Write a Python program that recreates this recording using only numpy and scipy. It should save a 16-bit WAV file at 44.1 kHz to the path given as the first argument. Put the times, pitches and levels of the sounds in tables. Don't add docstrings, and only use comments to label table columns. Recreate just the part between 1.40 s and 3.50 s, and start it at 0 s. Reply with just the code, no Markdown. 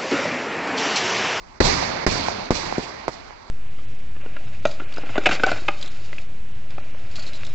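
import sys
import numpy as np
from scipy import signal
from scipy.fft import rfft, irfft
from scipy.io import wavfile
from scipy.ndimage import uniform_filter1d, minimum_filter1d

SR = 44100
rng = np.random.default_rng(int(sys.argv[2]) if len(sys.argv) > 2 else 0)


def to_wav(s):
    ch = np.atleast_2d(s).T
    pcm = np.round(np.clip(ch, -1, 1) * 32767)
    wavfile.write(sys.argv[1], SR, pcm.astype(np.int16))


def volts_from_db(level):
    exponent = np.asarray(level, float) / 20
    return 10 ** exponent


N = 92610

BANG_TIMES = [.2036, .6648, 1.1061, 1.3812, 1.6807]
# (blast level [dB], blast length [s], wash level [dB], heave level [dB])
BANG_LEVELS = [
    (11, 0.0025, -15, -23),
    (11, 0.0022, -19, -6),
    (8.5, 0.0018, -23.5, -17),
    (-5, .0027, -36.5, -31),
    (-4.5, 0.0011, -41.5, -38),
]
# (blast at right port [dB], spray [dB], tree echoes [dB])
BANG_CHARACTER = [
    (-16, 4.5, -3.5),
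    (-2, 11, -27),
    (1, 7.5, 0.5),
    (-0.5, -3.5, -0.5),
    (4, 6, 3),
]


def at_hz(points, hz):
    table = np.array(points)
    return np.interp(np.log(hz), np.log(table[:, 0]), table[:, 1])


def drift(rate):
    knots = rng.standard_normal(400)
    return np.interp(np.arange(N) / SR * rate * 2, np.arange(400), knots)


def low_cut(x, hz):
    return signal.sosfilt(signal.butter(2, hz, "high", fs=SR, output="sos"), x)


def band_pass(x, low, high, order=2):
    return signal.sosfilt(signal.butter(order, [low, high], "band", fs=SR, output="sos"), x)


def blast(start, length):
    rise, swing, suction = 0.12, 0.44, 4.2
    u = np.clip((np.arange(N) / SR - start) / length, 0, 8)
    push = np.clip(u / rise, 0, 1)
    fade = np.exp(-suction * np.maximum(u - swing, 0) ** 2)
    return push * np.tanh(6 * (swing - u)) * fade


def noise_bands():
    # (pitch [Hz], likeness [share])
    likeness = [(30, 1), (120, 0.76), (250, 0.53), (500, -0.64), (1000, 0.15), (4000, -0.18)]
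    edges = 18 * 2 ** np.arange(0, 9.6, 0.5)
    white = rng.standard_normal((2, 2, N + SR))
    for k, (low, high) in enumerate(zip(edges, edges[1:])):
        centre = np.sqrt(low * high)
        mid, side = band_pass(white[k % 2], low, high)[:, SR:]
        alike = np.clip(at_hz(likeness, centre), -1, 1)
        yield centre, np.sqrt(1 + alike) * mid + np.sqrt(1 - alike) * side * [[1], [-1]]


def rumble():
    level_db, lump_db = -57, 7
    noise = band_pass(rng.standard_normal((2, N + SR)), 18, 55)
    return volts_from_db(level_db + lump_db * drift(1.9)) * noise[:, SR:] / noise.std()


def wash_and_air():
    # (pitch [Hz], level per Hz [dB])
    air_colour = [(25, 4.5), (100, 0), (400, 0.5), (1000, 5), (2000, -3.5), (4000, -8), (8000, -17.5)]
    # (pitch [Hz], level per Hz [dB])
    wash_colour = [(25, 14.5), (100, 3.5), (300, 2), (1000, 0.5), (2000, -2), (4000, -2), (8000, -6.5)]
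    # (pitch [Hz], time [s])
    wash_decay = [(30, 0.62), (200, 1.58), (1000, 2.95), (3000, 1.97), (7000, 0.82)]
    # (pitch [Hz], level [dB])
    spray_colour = [(100, 5.5), (400, 1), (1400, 6.5), (4000, -4), (8000, -3)]
    air_db, wash_rise_s, patch_db = -44.5, 0.025, 2
    spray_db, spray_t60_s = 9, 0.069
    tree_db, tree_delay_s, tree_width_s = 3.5, 0.054, 0.014
    crack_db, crack_t60_s, crack_above_hz = -31.5, 0.018, 3000

    out, t = 0, np.arange(N) / SR
    together = drift(24.95)
    ages = [np.maximum(t - start, 0) for start in BANG_TIMES]
    for hz, noise in noise_bands():
        power = volts_from_db(2 * (air_db + at_hz(air_colour, hz)))
        for age, bang, character in zip(ages, BANG_LEVELS, BANG_CHARACTER):
            blast_db, _, wash_db, _ = bang
            _, more_spray_db, more_tree_db = character
            slow = volts_from_db(-120 * age / at_hz(wash_decay, hz)) * (1 - np.exp(-age / wash_rise_s))
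            bunch = np.exp(-((age - tree_delay_s) / tree_width_s) ** 2)
            trees = 1 + (hz > 2500) * volts_from_db(2 * (tree_db + more_tree_db)) * bunch
            spray_level = spray_db + more_spray_db + at_hz(spray_colour, hz)
            spray = volts_from_db(2 * spray_level - 120 * age / spray_t60_s) * (age > 0)
            power = power + volts_from_db(2 * (wash_db + at_hz(wash_colour, hz))) * (slow * trees + spray)
            crack = volts_from_db(2 * (blast_db + crack_db) - 120 * age / crack_t60_s)
            power = power + (hz > crack_above_hz) * (age > 0) * crack
        patches = volts_from_db(patch_db * (0.37 * together + drift(15)))
        out = out + np.sqrt(power) * patches * noise
    return 2 * out


def wall_slaps():
    slap_times = [.4252, .8834, .8846, 1.3242, 1.599, 1.9065]
    # (left level [dB], right level [dB])
    slap_levels = [
        (-5, -6.5),
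        (-5, -1.5),
        (-19, -3),
        (-6.5, -3),
        (-37, -34),
        (-29, -20),
    ]
    right_lag_s, length_s = 0.0012, 0.0013
    out = np.zeros((2, N))
    for start, (left_db, right_db) in zip(slap_times, slap_levels):
        out[0] += volts_from_db(left_db) * blast(start, length_s)
        out[1] += volts_from_db(right_db) * blast(start + right_lag_s, length_s)
    return low_cut(out, 390)


def water_heave(age, level_db):
    pitch_hz, t60_s, right_shift_rad = 34.5, 0.12, 2.2
    swell = volts_from_db(level_db - 60 * age / t60_s) * (1 - np.exp(-age / 0.014))
    return swell * np.sin(2 * np.pi * pitch_hz * age + np.array([[0], [right_shift_rad]]))


def stutters():
    stutter_times = [.2061, .2088, .2113, .2148, .6697, .6750, .273, .7565]
    # (left level [dB], right level [dB], length [s])
    stutter_sizes = [
        (4, -4, .003),
        (2.5, -2.5, .0022),
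        (.5, .5, .0017),
        (-.5, -1.5, .002),
        (-2.5, -5, .0022),
        (-3.5, -3, .003),
        (-14, -12, .002),
        (-15, -12, .0016),
    ]
    out = np.zeros((2, N))
    for start, (left_db, right_db, length) in zip(stutter_times, stutter_sizes):
        out += volts_from_db(np.array([[left_db], [right_db]])) * blast(start, length)
    return out


def blasts():
    near_delays = [.0028, .0053, .0078, .0115, .016, .021, .051]
    # (left level [dB], right level [dB])
    near_levels = [(-14, -30.5), (-11, -20), (-11.5, -20), (-17, -9), (-21.5, -16), (-18.5, -20),
                   (-29.5, -30.5)]
    spread_db, delay_spread = 1.5, 0.04
    out, heave = np.zeros((2, N)), np.zeros((2, N))
    t = np.arange(N) / SR
    chance = rng.standard_normal((len(BANG_LEVELS), len(near_levels), 3))
    for start, bang, character, draws in zip(BANG_TIMES, BANG_LEVELS, BANG_CHARACTER, chance):
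        blast_db, length, _, heave_db = bang
        out += volts_from_db(blast_db + np.array([[0], [character[0]]])) * blast(start, length)
        for delay, side_db, draw in zip(near_delays, near_levels, draws):
            gains = volts_from_db(blast_db + np.array(side_db) + spread_db * draw[:2])
            out += gains[:, None] * blast(start + delay * (1 + delay_spread * draw[2]), length)
        heave += water_heave(np.maximum(t - start, 0), heave_db)
    return low_cut(out + stutters(), 125) + heave


def scene():
    return blasts() + wall_slaps() + wash_and_air() + rumble()


def port(x, response):
    size = 4096
    hz = np.maximum(np.arange(size // 2 + 1) * SR / size, 1)
    cepstrum = irfft(np.log(volts_from_db(at_hz(response, hz))))
    cepstrum[1:size // 2] *= 2
    cepstrum[size // 2 + 1:] = 0
    return signal.fftconvolve(x, irfft(np.exp(rfft(cepstrum))))[:N]


def both_ports(dry):
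    # (pitch [Hz], level [dB])
    left_response = [(20, 1), (700, -3), (1100, -5), (2100, -20.5), (2900, -30), (3800, -18.5),
                     (5000, -13.5), (7800, -11.5)]
    # (pitch [Hz], level [dB])
    right_response = [(20, -1.5), (200, -0.37), (1500, -2.45), (2200, 1), (3100, -6.5), (4600, 4),
                      (6200, -0.5), (7800, -6)]
    return np.array([port(dry[0], left_response), port(dry[1], right_response)])


def band_limit(x, cutoff_hz):
    leak_db, patch_db = -27.5, 9
    leak = band_pass(x, 9680, 10220, order=4)
    patches = np.array([drift(22), drift(22)])
    kept = signal.sosfilt(signal.ellip(10, 0.5, 60, cutoff_hz, fs=SR, output="sos"), x)
    return kept + volts_from_db(leak_db + patch_db * patches) * leak


def limiter(x):
    limit_db, release_db_per_s = -0.4, 226.5
    look_ahead_s, smooth_s = 0.011, 0.012
    over = np.maximum(20 * np.log10(np.abs(x).max(axis=0) + 1e-9) - limit_db, 0)
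    ramp = release_db_per_s * np.arange(N) / SR
    recovering = np.maximum.accumulate(over + ramp) - ramp
    nearby_peak = -minimum_filter1d(-over, 2 * int(look_ahead_s * SR) + 1)
    cut_db = uniform_filter1d(np.maximum(recovering, nearby_peak), size=int(smooth_s * SR))
    return x * volts_from_db(-cut_db)


def top_cut(x):
    return signal.sosfilt(signal.butter(12, 15400, fs=SR, output="sos"), x)


def record(dry):
    cutoff_hz, crest = 7850, 0.5
    x = limiter(band_limit(both_ports(dry), cutoff_hz))
    x = x + 0.03 * low_cut(np.clip(x, -crest, crest), cutoff_hz)
    return top_cut(np.clip(x, -1, 1))


dry = scene()
out = record(dry)
to_wav(out)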